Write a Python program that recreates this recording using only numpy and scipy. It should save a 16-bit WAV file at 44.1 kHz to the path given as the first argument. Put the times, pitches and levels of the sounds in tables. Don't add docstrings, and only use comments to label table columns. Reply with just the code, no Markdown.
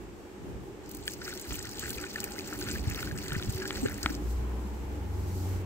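import sys
import numpy as np
from scipy import signal
from scipy.fft import rfft, irfft
from scipy.io import wavfile

SR = 44100
rng = np.random.default_rng(int(sys.argv[2]) if len(sys.argv) > 2 else 0)


def store_wav(level_fs):
    pcm = np.round(np.clip(np.atleast_2d(level_fs), -1, 1) * 32767)
    wavfile.write(sys.argv[1], SR, pcm.T.astype(np.int16))


N = 249493

# (time [s], level [dB])
POUR_FLOW = [(.82, -66.5), (1.03, -59), (1.08, -51.5), (1.18, -59.5), (1.26, -51), (1.47, -58), (1.53, -48),
             (1.65, -59), (1.85, -49.5), (2.1, -55.5), (2.2, -54.5), (2.32, -55), (2.6, -53.5),
             (2.72, -49.5), (2.82, -54.5), (3.03, -50.5), (3.13, -61), (3.22, -52), (3.32, -53.5),
             (3.46, -53.5), (3.85, -52), (3.96, -59), (4.1, -51), (4.2, -67)]
# (time [s], level [dB], starting pitch [Hz])
LOUD_BUBBLES = [(1.078, -19, 1673), (1.0784, -17.5, 3200), (1.217, -27, 1500), (1.279, -24.5, 1490),
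                (1.293, -35, 1770), (1.327, -28.5, 1450), (1.5427, -26.5, 2900), (1.554, -35, 2410),
                (1.586, -34, 1450), (1.603, -34, 1830), (1.647, -31.5, 1480), (1.858, -27, 1670),
                (1.911, -33, 1550), (1.983, -26.5, 2450), (2.0394, -25.5, 1470), (2.0663, -29.5, 2450),
                (2.1583, -21, 1770), (2.232, -26.5, 2860), (2.2407, -26.5, 2430), (2.275, -34.5, 1770),
                (2.3824, -26, 2030), (2.3946, -26.5, 2500), (2.6146, -27.5, 1530), (2.665, -32, 1500),
                (2.684, -31, 1440), (2.687, -31, 1750), (2.697, -29, 1460), (2.739, -30, 2460),
                (2.758, -27.5, 1750), (2.7828, -33, 2450), (2.9112, -28, 2530), (3.028, -22, 1420),
                (3.0732, -27, 1510), (3.112, -26, 1640), (3.187, -28, 2720), (3.262, -32.5, 1950),
                (3.306, -30, 1760), (3.32, -21.5, 1430), (3.3495, -33, 2440), (3.363, -28, 1504),
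                (3.397, -27.5, 1390), (3.62, -26.5, 1620), (3.6546, -23, 1600), (3.8599, -23, 1600),
                (3.884, -28, 1450)]
# (start [s], hold [s], level [dB])
GLUGS = [(1.212, 0.033, -46), (1.249, 0.055, -44.5), (1.5, 0.0083, -44.5), (1.65, .01, -41.5),
         (1.81, 0.05, -48), (1.976, 0.041, -47), (2.16, 0.042, -48), (2.49, 0.053, -45.5),
         (2.662, 0.016, -39.5), (2.745, 0.028, -47), (2.835, 0.2, -48.5), (3.148, 0.017, -51),
         (3.257, 0.089, -44), (3.57, 0.085, -43.5), (3.693, 0.034, -46.5), (3.848, 0.04, -43),
         (4.015, 0.048, -42)]
# (share of bubbles below [0-1], pitch [Hz])
DISH_PITCHES = [(0, 1260), (.48, 1560), (.54, 1700), (.82, 1950), (.85, 2320), (.95, 2560), (1, 3100)]
# (pitch [Hz], mean level under the bubble [dB], t60 [s])
DISH_MODES = [(1485, -21.5, 0.022), (1764, -18, 0.04), (2430, -16, 0.018), (3070, -12, 0.0093)]
# (time [s], level [dB], share of the top octave [dB])
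SPLATS = [(0.8926, -31, 7), (0.914, -28.5, 2), (0.948, -27, 1), (0.9695, -32, 0), (1.0667, -32, 1),
          (1.078, -24.5, -7), (1.0998, -35, -5), (1.111, -31, 1), (1.1192, -35, -6), (1.1348, -27, -2),
          (1.291, -31, -4), (1.375, -30, -15), (1.3968, -30, -6), (1.4135, -26.5, 1), (1.451, -40, 0),
          (1.591, -25.5, -17), (1.6265, -26.5, -3), (1.653, -27.5, -8), (1.692, -30, -7), (1.713, -31, -3),
          (1.7941, -21, -3), (1.896, -42, 1), (1.9046, -22, -1), (2.131, -34.5, -4), (2.2027, -19.5, -6.5),
          (2.241, -17, 3.5), (2.305, -34, 0), (2.32, -30.5, -10), (2.475, -30, -10), (2.5327, -28.5, -27),
          (2.598, -31, 1), (2.606, -33, -0.5), (2.7124, -24.5, -23), (2.8987, -28, -1),
          (3.1757, -29.5, -25), (3.2514, -39, -2), (3.281, -27.5, -8), (3.3313, -26, 0), (3.3653, -36, 0),
          (3.42, -47, 2), (3.498, -26, 4), (3.524, -27, 0), (3.5452, -32, 1), (3.677, -23.5, -2.5),
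          (3.751, -37, -14), (3.896, -30.5, 10), (3.916, -33, 1), (3.928, -33, 0), (3.942, -30.5, -6),
          (3.978, -31, 1), (4.03, -19, -6), (4.057, -39, -1), (4.1506, -31.5, -6)]
# (frequency [Hz], relative level per Hz [dB])
SPRAY_COLOUR = [(900, -33), (2000, -0.5), (3500, 0.5), (5500, 4.5), (6400, -3), (7600, 6.5), (8500, 3),
                (9200, -17), (12000, -3), (14000, -2.5), (15600, -4.5)]
# (time [s], level [dB], brightness [dB per octave], low-mode level [dB])
BOTTLE_POPS = [(1.508, -34, 8, 2), (1.522, -33, -3, 7.5), (3.7071, -23, 7.5, -11), (4.0607, -8.5, -2, -5.5)]
# (pitch [Hz], relative level [dB], t60 [s])
BOTTLE_MODES = [(306, -9, 0.051), (1100, 2, 0.0029), (1400, -3.5, 0.01), (1910, -6, 0.008),
                (2220, -5, 0.008), (3090, 1, 0.0027)]
# (time [s], relative level [dB])
WIND_FLOW = [(0, -55.5), (.37, -62), (.43, -46), (.68, -50), (.78, -60), (1.0, -51), (1.33, -51.5),
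             (1.46, -64), (1.51, -45), (1.75, -54.5), (1.9, -46), (2.14, -58), (2.4, -52.5), (2.88, -42.5),
             (3.4, -44), (3.65, -48.5), (3.85, -43.5), (4.2, -50.5), (5.66, -53)]
# (time [s], peak level [dB], pitch at the peak [Hz], width of the rise [s])
LOW_THUMPS = [(1.52, -41, 60.4, 0.008), (2.735, -34, 102, 0.0035), (2.879, -19.5, 100.5, 0.0057),
              (3.051, -34, 70.4, 0.0088), (3.328, -29, 138, 0.0071), (3.366, -21, 150, 0.0019),
              (3.384, -27.5, 87.5, 0.0075), (3.476, -24, 111, 0.0011), (3.494, -23, 114, 0.0051),
              (3.555, -27, 104, 0.0049), (3.802, -35, 55.7, 0.022), (3.838, -23, 259, 0.007),
              (3.858, -17.5, 420, 0.0022), (3.861, -30.5, 122, 0.0062), (4.05, -29, 74, 0.008),
              (4.108, -27, 295, 0.004), (5.553, -33, 61.6, 0.018)]
# (time [s], pitch [Hz], level [dB])
ENGINE_CLIMB = [(3.65, 58, -52), (3.762, 55.8, -46), (3.89, 54.2, -48.5), (4.332, 60.34, -30.5),
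                (4.726, 63.9, -37), (5.312, 69.74, -38), (5.45, 64.4, -29)]
# (time [s], pitch [Hz], level [dB])
ENGINE_JOIN = [(4.85, 86.6, -49), (5.04, 90.8, -38), (5.538, 90.86, -31.5), (5.657, 96.3, -37)]
# (multiple of the note [1], mean level under the note [dB])
ENGINE_OVERTONES = [(2, -19), (3, -21.5), (4, -33)]
# (time [s], centre pitch [Hz], relative level [dB])
PASSING = [(4.15, 1049, -64), (4.5, 1020, -56), (4.9, 863, -56.5), (5.3, 850, -56), (5.66, 824, -67)]
# (time [s], mean level [dB])
LEAF_RUSTLE = [(4.17, -63), (4.31, -50.5), (4.44, -61.5), (4.77, -60.5), (5.07, -62.5), (5.36, -50),
               (5.57, -53), (5.63, -59)]
# (time [s], relative drone level [dB], relative tyre hiss level [dB])
FAR_TRAFFIC = [(0, -59.5, -53.5), (.5, -49, -54), (1.0, -55.5, -53.5), (1.5, -51.5, -53.5), (2.3, -47, -51),
               (3.0, -50, -51), (3.8, -47, -50), (4.2, -47.5, -52), (4.5, -46.5, -51), (5.0, -47.5, -50.5),
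               (5.4, -47.5, -50), (5.66, -51.5, -49)]
# (frequency [Hz], relative level per Hz [dB])
ROAR_COLOUR = [(18, -57.5), (30, -62), (70, -1), (149, -28.5), (364, 3.5), (649, -22), (801, -22.5),
               (3490, -32.5), (8300, -28.5), (9220, -48), (13000, -35.5), (16000, -64)]
# (frequency [Hz], width [Hz], mean level [dB])
DRONE_MODES = [(208.2, 16.3, -8), (294.4, 9.4, -7), (379, 5, -8.5), (438, 70, -11.5), (817, 16, -18),
               (841, 9.9, -22.5)]
# (frequency [Hz], likeness [0-1])
PORT_LIKENESS = [(60, 0.21), (130, 0.58), (290, 1), (640, 0.43), (1400, 0.0092), (8000, 0.01)]
# (frequency [Hz], relative level per Hz [dB])
WIND_COLOUR = [(20, -16), (35, -40), (50, 3.5), (85, 1.0), (150, -4.5), (300, -11.0), (800, -55.5)]
TYRE_COLOUR = [(120, -2.5), (250, -0.5), (500, -4.0), (900, -6.5), (1500, -9.5), (3000, -16.0), (6000, -34.5)]
SWELL_COLOUR = [(250, -28), (550, -7), (800, 5.5), (1150, -8.0), (1600, -19.5)]
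LEAF_COLOUR = [(1500, -45), (4000, 2.5), (8000, 4.5), (9300, -4.0), (12000, 2.0), (15500, -0.5)]
SPRAY_EDGES_HZ = [900, 2900, 4400, 6400, 8900, 19500]

PORT_LAG_S, WATER_PAN_DB = 0.00012, 2
DISH_EDGE_HZ = 1454
SNAP_DB = -6
GLUG_ATTACK_S, GLUG_FADE_DB_PER_S = 0.0068, 279
TRICKLE_DB, TRICKLE_START_S, TRICKLE_END_S = -55, 1.2, 4.12
TICK_DB, TICK_T60_S = 0, 0.0028
TICK_HZ = (7200, 13360)
SPATTER_PER_S, SPATTER_DB = 70, -1.5
SPATTER_LOW_HZ, SPATTER_HIGH_HZ = 2900, 13900
BODY_HZ = 1230
THUMP_TAIL, THUMP_SAG = 1.14, 0.07
TOP_EDGE_HZ, CUTOFF_HZ = 15700, 16979


def gurgle(per_s, size_db):
    water = small_bubbles(per_s, size_db) + loud_bubbles()
    return signal.sosfilt(signal.butter(3, DISH_EDGE_HZ, "high", fs=SR, output="sos"), water)


def small_bubbles(per_s, size_db):
    small = np.zeros(N)
    for when, size, pitch, ring in rng.random((round(6 * per_s), 4)):
        hz = np.interp(pitch, *np.transpose(DISH_PITCHES))
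        cycles = 6 + 20 * ring ** 2
        one = bubble(hz, cycles / hz, 0.08)
        add(small, when * (N - 1) / SR, amp(-size_db * np.log(size + 0.023)) * one)
    return rms_one(small) * bubbling() * amp(4.1 * drift(22))


def loud_bubbles():
    out = np.zeros(N)
    for s, db, hz in LOUD_BUBBLES:
        add(out, s, amp(db) * bubble(hz, 28.7 / hz, 0.036, attack_s=0.00049))
        for wall_hz, wall_db, t60 in DISH_MODES:
            knock = bubble(wall_hz, t60, 0, attack_s=0.0001)
            add(out, s, amp(db + wall_db + rng.normal(0, 3.8)) * knock)
        snap = bubble(2.43 * hz, 12.0 / hz, 0.3, attack_s=0.0001)
        add(out, s, amp(db + SNAP_DB) * snap)
    return out


def bubble(hz, t60, rise, attack_s=0.0002):
    t = np.arange(round(t60 * SR)) / SR
    envelope = (1 - np.exp(-t / attack_s)) * amp(-60 * t / t60)
    return envelope * np.sin(2 * np.pi * hz * t * (1 + rise * t / t60))


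def bubbling():
    t = np.arange(N) / SR
    power = amp(TRICKLE_DB) ** 2 * (t > TRICKLE_START_S) * (t < TRICKLE_END_S)
    for s, hold_s, db in GLUGS:
        after = np.maximum(t - s - GLUG_ATTACK_S - hold_s, 0)
        swell = np.clip((t - s) / GLUG_ATTACK_S, 0, 1)
        power = power + (swell * amp(db - GLUG_FADE_DB_PER_S * after)) ** 2
    return np.sqrt(power)


def falling_water(scatter_db, decay_s):
    bands = drop_bands(scatter_db)
    pings = near(splat_ticks() + spatter(), PORT_LAG_S, WATER_PAN_DB)
    return spray(bands) + splats(bands, decay_s) + pings


def drop_bands(scatter_db):
    scattered = np.array([noise(SPRAY_COLOUR), noise(SPRAY_COLOUR)])
    source = near(noise(SPRAY_COLOUR), PORT_LAG_S, WATER_PAN_DB) + amp(scatter_db) * scattered
    bands = []
    for edge in zip(SPRAY_EDGES_HZ, SPRAY_EDGES_HZ[1:]):
        bands.append(signal.sosfilt(signal.butter(3, edge, "band", fs=SR, output="sos"), source))
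    return bands


def spray(bands):
    broad, out = drops(per_s=290.0, size_db=2.0, decay_s=0.0027), 0
    gain = pour_gain()
    for band in bands:
        own = drops(per_s=220.0, size_db=2.0, decay_s=0.0041)
        patter = 0.92 * broad + 1.26 * own + 0.073
        out = out + band * gain * patter * amp(1.6 * drift(13))
    return out


def pour_gain():
    return amp(in_time(POUR_FLOW)[0]) * sounding(POUR_FLOW, 0.043)


def drops(per_s, size_db, decay_s):
    sizes = amp(size_db * np.minimum(rng.exponential(1, N), 4)) * (rng.random(N) < per_s / SR)
    return rms_one(signal.lfilter([1], [1, -np.exp(-1 / (decay_s * SR))], sizes))


def splats(bands, decay_s):
    t = np.arange(round(30 * decay_s * SR)) / SR
    crack_and_fizz = np.exp(-t / decay_s) + 0.14 * np.exp(-t / (4 * decay_s))
    burst = 0.72 * (1 - np.exp(-t / 0.00069)) * crack_and_fizz
    low_hits, high_hits = np.zeros((2, N))
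    for s, db, high_db in SPLATS:
        low_share, high_share = splat_shares(high_db)
        add(low_hits, s, amp(db) * low_share * burst)
        add(high_hits, s, amp(db) * high_share * burst)
    low_noise = rms_one(0.51 * bands[1] + 1.0 * bands[2] + bands[3])
    return low_noise * low_hits + rms_one(bands[4]) * high_hits


def splat_shares(high_db):
    high_share = np.clip(amp(high_db), 0, 0.97)
    return np.sqrt(1 - high_share ** 2), high_share


def splat_ticks():
    ticks = np.zeros(N)
    for s, db, high_db in SPLATS:
        for hz, share in zip(TICK_HZ, splat_shares(high_db)):
            tick = bubble(hz * rng.uniform(0.75, 1.06), TICK_T60_S, 0, attack_s=0.00003)
            add(ticks, s, amp(db + TICK_DB) * share * tick)
    return ticks


def spatter():
    out = np.zeros(N)
    for when, size, pitch, ring in rng.random((round(6 * SPATTER_PER_S), 4)):
        hz = SPATTER_LOW_HZ * (SPATTER_HIGH_HZ / SPATTER_LOW_HZ) ** pitch
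        ping = bubble(hz, (4 + 14 * ring) / hz, 0.15, attack_s=0.00004)
        add(out, when * (N - 1) / SR, amp(-3.5 * np.log(size + 0.02)) * ping)
    return pour_gain() * amp(SPATTER_DB) * rms_one(out) * amp(3.4 * drift(7.5))


def bottle_pops():
    body, dent = np.zeros((2, N))
    for s, pop_db, bright_db, body_db in BOTTLE_POPS:
        for hz, db, t60 in BOTTLE_MODES:
            whole = hz < BODY_HZ
            tilt_db = body_db if whole else bright_db * np.log2(hz / 1500)
            ring = bubble(hz, t60, 0, attack_s=0.0001)
            add(body if whole else dent, s, -amp(pop_db + db + tilt_db) * ring)
    return body + signal.sosfilt(signal.butter(1, BODY_HZ / 2, "high", fs=SR, output="sos"), dent)


def low_thumps():
    t, out = np.arange(N) / SR, np.zeros((2, N))
    for s, db, hz, width in LOW_THUMPS:
        age = t - s - np.array([[0], [0.0011]])
        spread = np.where(age > 0, THUMP_TAIL * width, width)
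        envelope = np.exp(-(age / spread) ** 2 / 2)
        sag = 1 - THUMP_SAG * np.tanh(age / width)
        out -= amp(db) * envelope * np.cos(2 * np.pi * hz * age * sag)
    return out


def wind():
    level_db = in_time(WIND_FLOW)[0]
    shared = noise(WIND_COLOUR)
    left, right = shared + 1.0 * noise(WIND_COLOUR), shared + 1.37 * noise(WIND_COLOUR)
    return amp(level_db + 2.0 * drift(7.6)) * np.array([left, right])


def engine(rows):
    hz, db = in_time(rows)
    phase = 2 * np.pi * np.cumsum(hz) / SR
    note = np.sqrt(2) * np.sin(phase + 0.33 * drift(28))
    for k, over_db in ENGINE_OVERTONES:
        overtone = np.sqrt(2) * np.sin(k * phase + 0.49 * drift(8.2))
        note = note + amp(over_db + 4.0 * drift(13.5)) * overtone
    return note * amp(db) * np.clip((np.arange(N) / SR - rows[0][0]) / 0.055, 0, 1)


def whirr(width_hz):
    hz, db = in_time(PASSING)
    phase = 2 * np.pi * np.cumsum(hz) / SR
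    band = drift(width_hz) * np.cos(phase) + drift(width_hz) * np.sin(phase)
    return band * amp(db) * np.clip((np.arange(N) / SR - PASSING[0][0]) * 10, 0, 1)


def leaves():
    rustle = np.array([noise(LEAF_COLOUR), noise(LEAF_COLOUR)])
    return rustle * amp(in_time(LEAF_RUSTLE)[0] + drift(23.1)) * sounding(LEAF_RUSTLE, 0.01)


def traffic():
    drone_db, tyres_db = in_time(FAR_TRAFFIC)
    roar = diffuse(noise(ROAR_COLOUR), noise(ROAR_COLOUR)) * amp(-48.5)
    hum = diffuse(drone(), drone()) * amp(drone_db + 4.5)
    tyres = diffuse(noise(TYRE_COLOUR), noise(TYRE_COLOUR)) * amp(tyres_db + 1.15 + drift(4))
    swell = diffuse(noise(SWELL_COLOUR), noise(SWELL_COLOUR)) * amp(tyres_db - 10.0 + 3.2 * drift(7.3))
    return roar + hum + tyres + swell


def drone():
    out = 0
    for hz, width, db in DRONE_MODES:
        r = np.exp(-np.pi * width / SR)
        poles = [1, -2 * r * np.cos(2 * np.pi * hz / SR), r * r]
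        ring = signal.lfilter([1, 0, -1], poles, rng.standard_normal(N))
        out = out + amp(db + 2.63 * drift(2.7)) * rms_one(ring)
    return out


def near(x, lag_s, pan_db):
    turn = np.exp(-2j * np.pi * np.fft.rfftfreq(N, 1 / SR) * lag_s)
    return np.array([x * amp(pan_db / 2), irfft(rfft(x) * turn, N) * amp(-pan_db / 2)])


def diffuse(mid, side):
    alike = np.clip(at_hz(PORT_LIKENESS, np.fft.rfftfreq(N, 1 / SR)), 0, 1)
    mid = rfft(mid) * np.sqrt((1 + alike) / 2)
    side = rfft(side) * np.sqrt((1 - alike) / 2)
    return irfft([mid + side, mid - side], N)


def noise(spectrum):
    hz = np.fft.rfftfreq(N, 1 / SR)
    return rms_one(irfft(rfft(rng.standard_normal(N)) * amp(at_hz(spectrum, hz)), N))


def drift(hz):
    r = np.exp(-20 * np.pi * hz / SR)
    slow = signal.lfilter([1], [1, -2 * r, r * r], rng.standard_normal(N // 10 + 4002))[4000:]
    return np.interp(np.arange(N) / 10, np.arange(len(slow)), rms_one(slow - slow.mean()))


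def amp(db):
    return 10 ** (np.asarray(db) / 20)


def rms_one(x):
    return x / np.sqrt(np.mean(x ** 2) + 1e-20)


def in_time(rows):
    s, *columns = np.transpose(rows)
    return [np.interp(np.arange(N) / SR, s, c) for c in columns]


def sounding(rows, fade_s):
    t = np.arange(N) / SR
    return np.clip(np.minimum(t - rows[0][0], rows[-1][0] - t) / fade_s, 0, 1)


def at_hz(points, hz):
    point_hz, values = np.transpose(points)
    return np.interp(np.log(hz + 1), np.log(point_hz), values)


def add(out, s, sound):
    i = round(s * SR)
    out[i:i + len(sound)] += sound[:N - i]


def scene():
    water = near(gurgle(per_s=850.0, size_db=3.5), PORT_LAG_S, WATER_PAN_DB)
    water = water + falling_water(scatter_db=-1.0, decay_s=0.0015)
    bottle = near(bottle_pops(), 0.00009, 3.3)
    motor = engine(ENGINE_CLIMB) * sounding(ENGINE_CLIMB, 0.16) + engine(ENGINE_JOIN)
    vehicle = near(motor, -0.00056, 0.54)
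    vehicle = vehicle + diffuse(whirr(width_hz=70.0), whirr(width_hz=70.0))
    return water + bottle + low_thumps() + wind() + vehicle + leaves() + traffic()


def record(dry):
    dulled = signal.sosfilt(signal.ellip(7, 0.5, 24, TOP_EDGE_HZ, fs=SR, output="sos"), dry)
    return signal.sosfilt(signal.cheby2(16, 60, CUTOFF_HZ, fs=SR, output="sos"), dulled)


dry = scene()
out = record(dry)
store_wav(out)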